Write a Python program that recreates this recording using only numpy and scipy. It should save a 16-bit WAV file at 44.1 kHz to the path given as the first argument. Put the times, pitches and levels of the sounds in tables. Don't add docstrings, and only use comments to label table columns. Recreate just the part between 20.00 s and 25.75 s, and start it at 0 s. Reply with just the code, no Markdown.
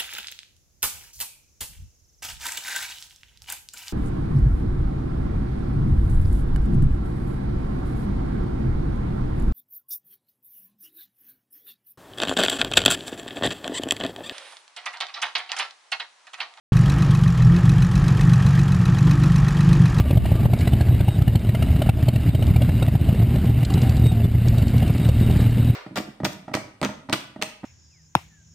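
import sys
import numpy as np
from scipy import signal
from scipy.fft import rfft, irfft, next_fast_len
from scipy.io import wavfile
from scipy.ndimage import uniform_filter1d, map_coordinates

SR = 44100
rng = np.random.default_rng(int(sys.argv[2]) if len(sys.argv) > 2 else 0)


def linear_from_db(decibels):
    return 10 ** (np.asarray(decibels, float) / 20)


def waveform_to_disk(signal):
    frames = np.transpose(np.atleast_2d(signal))
    scaled = np.clip(frames, -1, 1) * 32767
    samples = np.round(scaled).astype(np.int16)
    wavfile.write(sys.argv[1], SR, samples)


N = 253575
T = np.arange(N) / SR

# time in seconds, rumble level in dB, roar level in dB as the bikes draw near.
COLUMN_LEVELS = [(0, -9, -34), (.11, -11, -36.5), (.49, -9, -36), (.88, -12, -37), (1.3, -10.5, -38),
                 (1.7, -11.5, -38.5), (1.98, -13.5, -38), (2.66, -9.5, -38), (3.08, -11.5, -37),
                 (3.3, -9.5, -38), (3.59, -12, -39), (3.84, -9.5, -35.5), (4.23, -16.5, -41),
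                 (4.68, -11.5, -37), (5.17, -12.5, -37.5), (5.43, -12.5, -35), (5.61, -11.5, -39.5),
                 (5.75, -17, -38)]
COLUMN_FIRING_HZ = [14.9, 19, 23.5, 31]
# frequency in Hz, density in dB per Hz.
RUMBLE_COLOUR = [(12, -52), (20, -22), (65, 2), (113, -4), (206, -7.5), (241, -9.5), (304, -34),
                 (390, -24.5), (450, -36), (580, -68), (990, -120)]
# frequency in Hz, density in dB per Hz.
ROAR_COLOUR = [(160, -14), (280, 0), (477, -14.5), (653, -11.5), (992, -23.5), (1100, -26.5), (1430, -54),
               (2420, -120)]
# frequency in Hz, density in dB per Hz.
RATTLE_COLOUR = [(530, -2), (900, -7), (1190, -1.5), (1380, -2), (1850, -2), (2200, 0.5), (2490, -3.5),
                 (2850, 2), (3320, -7.5), (3820, -3.5), (4300, -10), (4770, -8.5), (5950, -22), (7740, -65),
                 (13100, -120)]
RATTLE_DB, RATTLE_PER_ROAR_DB, RATTLE_NEARS_DB_PER_S = -43, 0.94, 0.3647

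# time in seconds, third order in Hz.
HUM_SPEED = [(0, 108.4), (.17, 117.64), (.46, 115.25), (.83, 122.52), (1.53, 112.56), (1.68, 117.66),
             (2, 116.22), (2.5, 118.19), (2.95, 114.12), (3.3, 117.6), (3.6, 118.58), (3.85, 119.03),
             (4.2, 112.13), (4.5, 115.55), (4.9, 116.34), (5.2, 116.63), (5.5, 115.86), (5.75, 118.73)]
# time in seconds, level in dB.
HUM_LEVEL = [(0, -21.5), (.17, -24.5), (.46, -24.5), (.83, -22), (1.53, -24.5), (1.68, -22), (2.0, -21.5),
             (2.6, -20.5), (3.06, -21.5), (3.49, -19.5), (3.75, -24), (3.92, -20.5), (4.22, -19),
             (4.5, -18.5), (4.9, -21), (5.3, -17), (5.75, -20.5)]
# order of the crank turn, level in dB.
HUM_HARMONICS = [(1, -3.5), (2, -1), (3, 0.5), (4, -16), (5, -18.5), (7, -14)]
SIXTH_DB, SIXTH_SWING_DB, SIXTH_GROWS_DB_PER_S = -13, 1, 0.96

# time in seconds, pitch in Hz, level in dB.
GEAR_WHINES = [
    [(0, 1180, -45), (.15, 1155, -50), (.25, 1170, -58), (.38, 1170, -46), (.5, 1150, -54)],
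    [(.56, 1650, -58), (.66, 1663, -52), (.73, 1670, -64), (.8, 1650, -53), (.95, 1630, -66)],
]
# middle in seconds, length in seconds, pitch in Hz, level in dB.
BRAKE_SQUEALS = [(0.925, 0.08, 3775, -47), (1.122, 0.085, 3780, -40), (1.597, .06, 3680, -53),
                 (2.0, 0.045, 3800, -58), (2.148, 0.055, 3750, -46), (2.265, 0.063, 3730, -52),
                 (2.33, 0.041, 3690, -43), (2.402, 0.08, 3780, -44), (4.087, 0.056, 3755, -32.5),
                 (4.246, 0.023, 3530, -42), (5.04, 0.069, 3770, -43), (5.139, 0.077, 3730, -44),
                 (5.237, 0.044, 3780, -40.5), (5.312, 0.06, 3740, -45), (5.41, 0.066, 3790, -44),
                 (5.611, 0.081, 3730, -48), (5.69, 0.05, 3830, -47), (5.73, .04, 3870, -44)]
# middle in seconds, length in seconds, pitch in Hz, level in dB.
GEAR_CATCHES = [(3.31, 0.088, 790, -44), (3.418, 0.1, 790, -43), (3.492, 0.066, 790, -38),
                (3.62, 0.042, 790, -40), (3.72, 0.051, 780, -36), (3.869, 0.063, 770, -33),
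                (3.997, 0.087, 760, -41), (4.122, 0.067, 745, -42), (4.204, 0.095, 690, -38.5),
                (3.787, 0.046, 395, -33), (4.065, 0.063, 400, -35), (4.242, 0.086, 402, -33.5),
                (3.85, .12, 255, -29)]
PHASE_UNREST, PHASE_UNREST_PER_KHZ = .1, .08

# start in seconds, peak in dB, pitch in Hz.
METAL_TICKS = [(0.588, -23, 3700), (0.607, -24, 4440), (3.357, -29, 3460), (3.472, -41, 3430),
               (3.649, -13.5, 4110), (3.701, -25, 3960), (3.738, -16, 3920), (3.8166, -19, 4800),
               (3.893, -19.5, 4530), (3.967, -22.5, 3840), (4.0656, -25, 3600), (4.1194, -29, 4000),
               (4.9263, -32, 3280), (5.0489, -31, 3660), (5.262, -31, 3730), (5.41, -22, 3870),
               (5.088, -21.5, 4480), (1.221, -26, 4230), (1.861, -37, 2930), (5.645, -30, 3400),
               (.788, -41, 3200), (1.392, -28, 3790), (2.467, -25, 3700), (3.63, -31, 3120),
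               (3.995, -32, 3870), (4.541, -31, 3750), (4.937, -27, 4860), (5.202, -26, 4130),
               (5.31, -26, 4330), (5.369, -26.5, 4660), (5.51, -26, 4300)]
LINK_S, LINK_ROUND_S, LINK_DB, LINK_LOSS_DB, LINK_HZ, LINK_SAG_HZ = 4.4825, .0991, -19, 1.4, 4530, 60.4

# crest in seconds, peak in dB, pitch in Hz.
OTHER_BLOWS = [(.008, -3, 96), (.358, -4, 122), (.505, -8, 100), (0.612, -16, 100), (0.633, -7.5, 111),
               (0.874, -13, 105), (1.998, -12, 99), (2.038, -10.5, 103), (0.896, -5, 88), (.928, -3.5, 100),
               (1.191, -4, 102), (1.298, -4, 86), (1.707, -6.5, 92), (1.798, -5.5, 99), (2.51, -4.5, 120),
               (2.632, -5, 109), (3.23, -2.5, 103), (3.248, -1.5, 106), (3.37, -5, 92), (3.499, -4.5, 104),
               (3.527, -8.5, 97), (3.634, -4, 111), (3.759, -6, 139.6), (3.924, -8.5, 105),
               (4.067, -4.5, 108), (4.257, -3.5, 103), (4.353, -4, 122), (4.622, -4.5, 106),
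               (4.767, -6, 105), (4.905, -5, 133), (5.095, -3.5, 105), (5.189, -10, 112),
               (5.314, -5.5, 119), (5.471, -4, 99), (5.703, -3, 108)]
# crest in seconds, peak in dB, pitch in Hz.
MORE_BLOWS = [(0.134, -5.5, 127), (0.158, -7.5, 116), (0.437, -6.5, 120), (0.824, -12, 80),
              (1.596, -8.5, 102), (1.753, -7, 91), (2.281, -6, 104), (2.656, -11, 86), (3.129, -4, 143),
              (3.203, -5, 123.4), (3.73, -8.5, 123), (3.747, -7, 148), (3.898, -5.5, 110),
              (4.024, -12, 101), (4.042, -9, 114), (4.174, -13, 99), (4.497, -6, 112), (4.571, -14.5, 114),
              (4.634, -4, 94), (4.708, -13, 80), (4.791, -11, 109), (4.825, -8.5, 110), (4.954, -5, 120),
              (5.059, -7, 127), (5.366, -5, 134), (5.42, -7.5, 151), (5.446, -14, 120), (5.499, -5, 98),
              (5.6, -5.5, 121), (5.627, -12, 123), (5.652, -11, 99)]
# crest in seconds, peak in dB, pitch in Hz.
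STILL_MORE_BLOWS = [(0.059, -24, 82), (0.333, -13, 104), (0.408, -13, 110), (0.736, -24, 119),
                    (0.771, -13, 114), (0.913, -7.5, 128), (0.947, -4.5, 116), (1.474, -8.5, 76),
                    (1.731, -12, 114), (1.849, -31, 83), (2.072, -11, 127), (2.264, -10.5, 113),
                    (2.395, -9, 171), (2.59, -11, 101), (2.615, -16, 137), (2.94, -8, 132), (3.192, -11, 114),
                    (3.324, -12, 122), (3.346, -7, 130), (3.421, -9, 108), (3.447, -10, 170), (3.475, -8, 103),
                    (3.578, -9, 126), (3.6, -11, 102), (3.781, -6, 108), (3.822, -9, 173), (3.837, -9, 170),
                    (3.853, -11, 99), (3.871, -17, 168), (3.949, -14, 111), (3.963, -10, 109),
                    (3.999, -11, 139), (4.128, -7, 137), (4.147, -21, 164), (4.245, -6.5, 129),
                    (4.281, -9, 117), (4.385, -11, 105), (4.48, -9, 113), (4.551, -18, 97), (4.586, -11, 113),
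                    (4.672, -14, 86), (4.748, -11, 168), (4.855, -16, 132), (4.878, -14, 116), (5.004, -8, 127),
                    (5.173, -14, 128), (5.213, -5.5, 170), (5.232, -12, 127), (5.265, -13.5, 131),
                    (5.289, -8, 168), (5.339, -10, 143), (5.403, -11, 121), (5.523, -12, 120), (5.573, -9, 170),
                    (5.677, -10.5, 129)]
# centre in Hz, width in Hz, level in dB.
LONG_PIPE_MODES = [(116, 12.4, -6.5)]
CREST_SHARE, CREST_WIDTH_S = 0.2, 0.0023

# rear firing in seconds, rear bark in dB, front bark in dB, rear blow in dB, front blow in dB.
TWIN_CYCLES = [(.105, -15.5, -18, -4.5, -1), (.254, -16, -22, -24, -5), (.394, -26, -16.5, -8, -1.5),
               (0.532, -16.5, -28, -2.5, -11.5), (.672, -17, -23.5, -5, -4.5),
               (.806, -20.5, -42, -5.5, -19), (.943, -27, -21, -22, -3.5), (1.081, -19, -35, -3, -26),
               (1.216, -26, -22, -1, -2), (1.352, -21.5, -42, -1.5, -30.5), (1.488, -27.5, -19.5, -3, -7.5),
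               (1.621, -18.5, -30, -9, -23), (1.76, -29, -15.5, -6, -18), (1.889, -15.5, -41, -0.5, -27),
               (2.024, -27, -16.5, -4.5, -2.5), (2.156, -21.5, -41, -3, -15), (2.287, -30, -22.5, -2.5, -2),
               (2.422, -21.5, -33, -8, -27), (2.559, -18.5, -18, -3.5, -21), (2.689, -25, -46, -4.5, -16),
               (2.822, -17.5, -23, -5, -2.5), (2.951, -25, -44, -1, -3.5), (3.087, -20.5, -22.5, -4.5, -26),
               (3.215, -26, -42, -16, -11)]
# rear pipe in Hz, front pipe in Hz, rear crack ring in Hz, front crack ring in Hz.
TWIN_PITCHES = [(553, 615, 2570, 3100), (685, 530, 1900, 2200), (670, 530, 2840, 2900),
                (735, 570, 2230, 1660), (690, 720, 2000, 3000), (710, 580, 1670, 2000),
                (600, 610, 2900, 1500), (805, 590, 2860, 3740), (770, 730, 1300, 2890),
                (790, 590, 3100, 2730), (570, 660, 1900, 2100), (650, 640, 2840, 2010),
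                (620, 633, 1900, 3000), (775, 600, 2700, 2700), (600, 600, 1900, 3100),
                (640, 780, 2700, 1590), (650, 614, 2200, 3100), (610, 630, 2960, 1100),
                (760, 586, 2360, 2860), (640, 610, 1700, 3200), (530, 654, 3770, 1900),
                (790, 580, 3100, 2820), (670, 476, 2950, 1800), (660, 730, 1500, 3100)]
# time in seconds, crack in dB over the bark,
# rear pipe note in Hz, ring in the crack in Hz.
PIPE_FACING = [(.1, -14, 565, 3000), (.27, -13, 636, 3010), (.45, -24, 600, 2600), (.54, -9, 734, 2220),
               (.72, -7.5, 670, 2250), (1.05, -9.5, 764, 2923), (1.35, -3, 766, 2880),
               (1.8, -8.5, 697, 2870), (2.4, -6, 687, 2940), (2.62, -7.5, 690, 3700),
               (2.84, -8.5, 610, 3840), (3.1, -13.5, 690, 2900)]
# start in seconds, peak in dB, crack in dB over the bark, pipe note in Hz.
OTHER_TWINS = [(.057, -24, -24, 600), (.498, -22, -28, 567), (.574, -27, -10.5, 571), (.607, -29.5, 2, 710),
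               (1.181, -35, -27, 584), (1.86, -25, -10, 630), (1.986, -27, -20, 630),
               (3.355, -21.5, -14, 553), (3.452, -25.5, -10, 460), (3.774, -25.5, -6, 740),
               (4.055, -23.5, -12, 443), (4.115, -28, -25, 730), (4.199, -27.5, -11, 588),
               (4.463, -28, -10, 444), (4.534, -27, -18, 634), (4.823, -20, -17, 600),
               (4.896, -25, -21, 534), (5.045, -28, -4.5, 635), (5.088, -20, -18, 530),
               (5.296, -22.5, -18, 395), (5.302, -28.5, -14, 710), (5.392, -22, -34, 497),
               (5.578, -22.5, -14, 420), (5.601, -29, -42, 530), (3.628, -28, -8, 735),
               (3.701, -30.5, -2, 1110), (3.836, -25, -16, 560), (4.243, -29, -15, 440),
               (4.341, -34, -22, 640), (4.581, -28.5, -9, 650), (4.62, -29, -6, 600),
               (4.762, -33, -12, 696), (5.355, -28, -15.5, 477), (5.468, -38, -10, 620)]
# centre in Hz, width in Hz, level in dB.
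BARK_MODES = [(350, 170, 1), (511, 226, 4), (614, 153, 6), (814, 280, -4)]
# centre in Hz, width in Hz, level in dB.
CRACK_MODES = [(1370, 180, 1), (2250, 270, 2), (2820, 164, 4.5), (3960, 790, -1.5)]
FRONT_AFTER = 315 / 720
BLOW_LAG_S, BLOW_HZ = 0.00613, 108
BARK_T60_S, REAR_KNOCK_DB = 0.024, -1.5
RING_DB, RING_T60_S, RING_LAG_S = 6, 0.027, 0.003013
SECOND_RING_DB = -4

# frequency in Hz, density in dB per Hz.
SIDE_COLOUR = [(12, -30), (25, 7), (60, -18), (120, -9.5), (250, -16), (600, -16.5), (1200, -14),
               (3050, -16.5), (5950, -33), (8500, -29), (12000, -39), (15300, -38)]
SIDE_DB, LEFT_WEAKER = -44, .007
HOLD_HZ, TOP_HZ = 12000, 15430
DUCK_FROM_DB, DUCK_SLOPE, DUCK_IN_S, DUCK_OUT_S = -6.5, 2.7, 0.0076, 0.045


def unit(x):
    return x / np.sqrt(np.mean(x ** 2) + 1e-20)


def along(points, hz):
    f, v = np.transpose(points)
    return np.interp(np.log(hz + 1), np.log(f + 1), v)


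def curves(rows):
    s, *columns = np.transpose(rows)
    return [np.interp(T, s, values) for values in columns]


def wobble(rate):
    knots = rng.standard_normal(int(N * rate / SR) + 4)
    return map_coordinates(knots, [T * rate])


def filtered(x, response):
    size = next_fast_len(N + SR // 2)
    hz = np.fft.rfftfreq(size, 1 / SR)
    return irfft(rfft(x, size) * response(hz), size)[..., :N]


def coloured(x, spectrum):
    return unit(filtered(x, lambda hz: linear_from_db(along(spectrum, hz))))


def resonant(x, modes):
    def response(hz):
        total = 0
        for k, (centre, width, db) in enumerate(modes):
            band = 1j * hz * width
            total = total + (-1) ** k * linear_from_db(db) * band / (centre * centre - hz * hz + band)
        return total
    return filtered(x, response)


def patchy(x, depth_db):
    z = signal.stft(x, nperseg=256)[2]
    field = uniform_filter1d(rng.standard_normal(z.shape), size=2, axis=0)
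    field = uniform_filter1d(field, size=8, axis=1)
    return signal.istft(z * linear_from_db(depth_db * unit(field)), nperseg=256)[1][:N]


def twin_firings():
    rear = np.transpose(TWIN_CYCLES)[0]
    cycle = np.diff(rear)
    cycle = np.append(cycle, cycle[-1])
    return np.concatenate([rear, rear + FRONT_AFTER * cycle])


def all_barks():
    when = twin_firings()
    s, crack_db, _, ring_hz = np.transpose(PIPE_FACING)
    bark_db = np.transpose(TWIN_CYCLES)[1:3].ravel()
    pitches = np.transpose(TWIN_PITCHES)
    knock_db = np.repeat([REAR_KNOCK_DB, 0], len(TWIN_CYCLES))
    near = [when, bark_db, np.interp(when, s, crack_db), pitches[:2].ravel(), pitches[2:].ravel(), knock_db]
    others = [(*row, np.interp(row[0], s, ring_hz), 0) for row in OTHER_TWINS]
    return np.vstack([np.transpose(near), others])


def all_blows():
    when = twin_firings() + BLOW_LAG_S
    near = [when, np.transpose(TWIN_CYCLES)[3:].ravel(), np.full(len(when), BLOW_HZ)]
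    rows = np.vstack([np.transpose(near), OTHER_BLOWS, MORE_BLOWS, STILL_MORE_BLOWS])
    return sorted(map(tuple, rows))


def firings(rate_hz, scatter_db):
    turns = np.cumsum(rate_hz * (1 + .05 * wobble(2))) / SR
    return np.diff(np.floor(turns), prepend=0) * linear_from_db(scatter_db * rng.standard_normal(N))


def column():
    rumble_db, roar_db = curves(COLUMN_LEVELS)
    rattle_db = RATTLE_DB + RATTLE_PER_ROAR_DB * (roar_db - roar_db.mean()) + RATTLE_NEARS_DB_PER_S * T
    pulses = sum(firings(hz, scatter_db=2.0) for hz in COLUMN_FIRING_HZ)
    rumble = coloured(unit(pulses) + 0.7 * rng.standard_normal(N), RUMBLE_COLOUR)

    blow_rows = all_blows()
    places = [round((s - .004) * SR) for s, _, _ in blow_rows]
    sizes = linear_from_db([db + 6 for _, db, _ in blow_rows])
    pulses = pulses + 2.0 * np.bincount(places, sizes, N)
    beat = unit(signal.fftconvolve(pulses, np.exp(-T[:SR // 20] / 0.0023))[:N])
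    roar = coloured((0.96 + 0.56 * beat) * rng.standard_normal(N), ROAR_COLOUR)

    struck = rng.random(N) < 450 / SR
    clicks = unit(struck * linear_from_db(3.0 * rng.standard_normal(N)) * rng.standard_normal(N))
    air = (1.43 + 0.27 * beat) * rng.standard_normal(N)
    rattle = coloured(patchy(air + 0.65 * clicks, depth_db=2.0), RATTLE_COLOUR)
    return linear_from_db(rumble_db - 8.5) * rumble + linear_from_db(roar_db + 5.0) * roar + linear_from_db(rattle_db + 1.5) * rattle


def trees(x):
    t = T[:SR // 4]
    tail = rng.standard_normal(len(t)) * linear_from_db(-60 * t / 0.077) * (t > .006)
    return signal.fftconvolve(x, tail / np.linalg.norm(tail))[:N]


def hum():
    (third_hz,), (db,) = curves(HUM_SPEED), curves(HUM_LEVEL)
    sixth_db = SIXTH_DB + SIXTH_SWING_DB * wobble(3.47) + SIXTH_GROWS_DB_PER_S * T
    turn = 2 * np.pi * np.cumsum(third_hz / 3) / SR

    def wavering(order):
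        return linear_from_db(2.2 * wobble(12)) * np.cos(order * turn + .25 * wobble(8))

    steady = sum(linear_from_db(level) * wavering(order) for order, level in HUM_HARMONICS)
    return linear_from_db(db - 1.5) * (steady + linear_from_db(sixth_db) * wavering(6))


def whine(rows, rough_db):
    hz, db = curves(rows)
    fade = np.clip(np.minimum(T - rows[0][0], rows[-1][0] - T) / 0.005, 0, 1)
    level = np.sqrt(2) * fade * linear_from_db(db + rough_db * wobble(31))
    return level * np.sin(2 * np.pi * np.cumsum(hz) / SR + 0.74 * wobble(69.0))


def squeal():
    out, drift = np.zeros(N), wobble(120)
    for s, length, hz, db in BRAKE_SQUEALS + GEAR_CATCHES:
        late = T - s
        swell = np.exp(-(late / length * np.where(late < 0, 1.5, 2.1)) ** 2)
        unrest = (PHASE_UNREST + PHASE_UNREST_PER_KHZ * hz / 1000) * drift
        phase = 2 * np.pi * hz * late * (1 - 0.035 * late) + unrest
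        out += linear_from_db(db - 1) * swell * np.sin(phase)
    return out * linear_from_db(1.8 * wobble(80))


def ticks():
    out, t = np.zeros(N + SR), np.arange(SR // 50) / SR
    link = []
    for k in range(6):
        link.append((LINK_S + k * LINK_ROUND_S, LINK_DB - k * LINK_LOSS_DB, LINK_HZ - k * LINK_SAG_HZ))
    for s, db, hz in METAL_TICKS + link:
        contact = .35 * np.sin(2 * np.pi * hz * t) + rng.standard_normal(len(t))
        envelope = linear_from_db(db + 8 - 60 * t / 0.02) * (1 - np.exp(-t / 0.0022))
        out[round(s * SR):][:len(t)] += envelope * contact

    def small_metal(hz):
        low_cut = (hz / 2800) ** 3 / (1 + (hz / 2800) ** 3)
        return low_cut / (1 + (hz / 5500) ** 8)

    return filtered(out[:N], small_metal)


def blows():
    out, lead = np.zeros(N + SR), SR // 20
    t = (np.arange(2 * lead) - lead) / SR
    for s, db, hz in all_blows():
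        push = np.cos(2 * np.pi * hz * t) * np.exp(-(t * hz / np.where(t < 0, .56, .72)) ** 2)
        crest = np.cos(2 * np.pi * 2.24 * hz * t) * np.exp(-(t / CREST_WIDTH_S) ** 2)
        out[round(s * SR):][:len(t)] += linear_from_db(db - 2.0) * (push + CREST_SHARE * crest)
    air = out[lead:][:N]
    return air + resonant(air, LONG_PIPE_MODES)


def puffs(events, rise, fall):
    out, t = np.zeros(N + SR), np.arange(SR // 20) / SR
    shape = (1 - np.exp(-t / rise)) * np.exp(-(t / fall) ** 2)
    for s, db in events:
        out[round(s * SR):][:len(t)] += linear_from_db(db) * shape * unit(rng.standard_normal(len(t)))
    return out[:N]


def twin():
    knock, t = np.zeros(N + SR), T[:SR // 20]
    barks = all_barks()
    for s, db, crack_db, pipe_hz, ring_hz, knock_db in barks:
        second_hz = rng.uniform(1300, 4600)
        modes = np.sin(2 * np.pi * ring_hz * t) + linear_from_db(SECOND_RING_DB) * np.sin(2 * np.pi * second_hz * t)
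        ring = linear_from_db(db + crack_db + RING_DB - 60 * t / RING_T60_S) * (1 - np.exp(-t / 0.0021)) * modes
        knock[round((s + RING_LAG_S) * SR):][:len(t)] += ring
        envelope = linear_from_db(db + knock_db + 8 - 60 * t / BARK_T60_S) * (1 - np.exp(-t / 0.0024))
        knock[round(s * SR):][:len(t)] += envelope * np.sin(2 * np.pi * pipe_hz * t)
    puff_rows = [(s, db + 8.0) for s, db, *_ in barks]
    crack_rows = [(s + 0.00104, db + crack_db + 14.5) for s, db, crack_db, *_ in barks]
    puff = resonant(puffs(puff_rows, rise=0.0013, fall=0.0087), BARK_MODES)
    crack = resonant(puffs(crack_rows, rise=0.0073, fall=0.0068), CRACK_MODES)
    return knock[:N] + puff + crack


def scene():
    near = twin() + ticks()
    lines = squeal() + sum(whine(rows, rough_db=2.6) for rows in GEAR_WHINES)
    mid = near + linear_from_db(-17.5) * trees(near) + blows() + hum() + column() + lines
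    return np.array([mid, mid])


def gain_control():
    cut_db, late = np.zeros(N + SR), T[:SR // 2]
    shape = (1 - np.exp(-late / DUCK_IN_S)) * np.exp(-late / DUCK_OUT_S)
    for s, db, _ in all_blows():
        over_db = max(db - cut_db[round(s * SR)] - DUCK_FROM_DB, 0)
        cut_db[round((s + .003) * SR):][:len(late)] += DUCK_SLOPE * over_db * shape
    return cut_db[:N]


def held(x):
    edge = 735
    x = np.pad(x, ((0, 0), (edge, edge)), "reflect")
    size = x.shape[1]
    count = round(size * HOLD_HZ / SR)
    slow = np.fft.fft(signal.resample(x, count, axis=-1))
    bins = np.arange(size // 2 + 1)
    mirrored = slow[:, bins % count] * np.sinc(bins / count) * size / count
    return irfft(mirrored, size)[:, edge:-edge]


def roll_off(x):
    return signal.sosfilt(signal.butter(12, 16500, fs=SR, output="sos"), x)


def record(dry):
    cut_db = gain_control()
    x = dry * linear_from_db(-cut_db)
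    x = held(x / (1 + np.abs(x / .9) ** 4) ** (1 / 4))
    x = filtered(x, lambda hz: hz ** 3 / (hz ** 3 + 34 ** 3))
    side = linear_from_db(SIDE_DB) * coloured(rng.standard_normal(N), SIDE_COLOUR)
    falling = uniform_filter1d(np.maximum(np.gradient(cut_db), 0), size=800) * 800
    bass = filtered(side, lambda hz: 1 / (1 + (hz / 300) ** 2)) * linear_from_db(7.0 + 5.5 * wobble(9))
    wide = patchy(side, depth_db=6) * 0.14 * np.clip(falling - .8, 0, 4)
    side = bass - LEFT_WEAKER * x[0] + wide
    mix = filtered(x + np.array([side, -side]), lambda hz: 1 / (1 + (hz / TOP_HZ) ** 200))
    return roll_off(mix)


dry = scene()
out = record(dry)
waveform_to_disk(out)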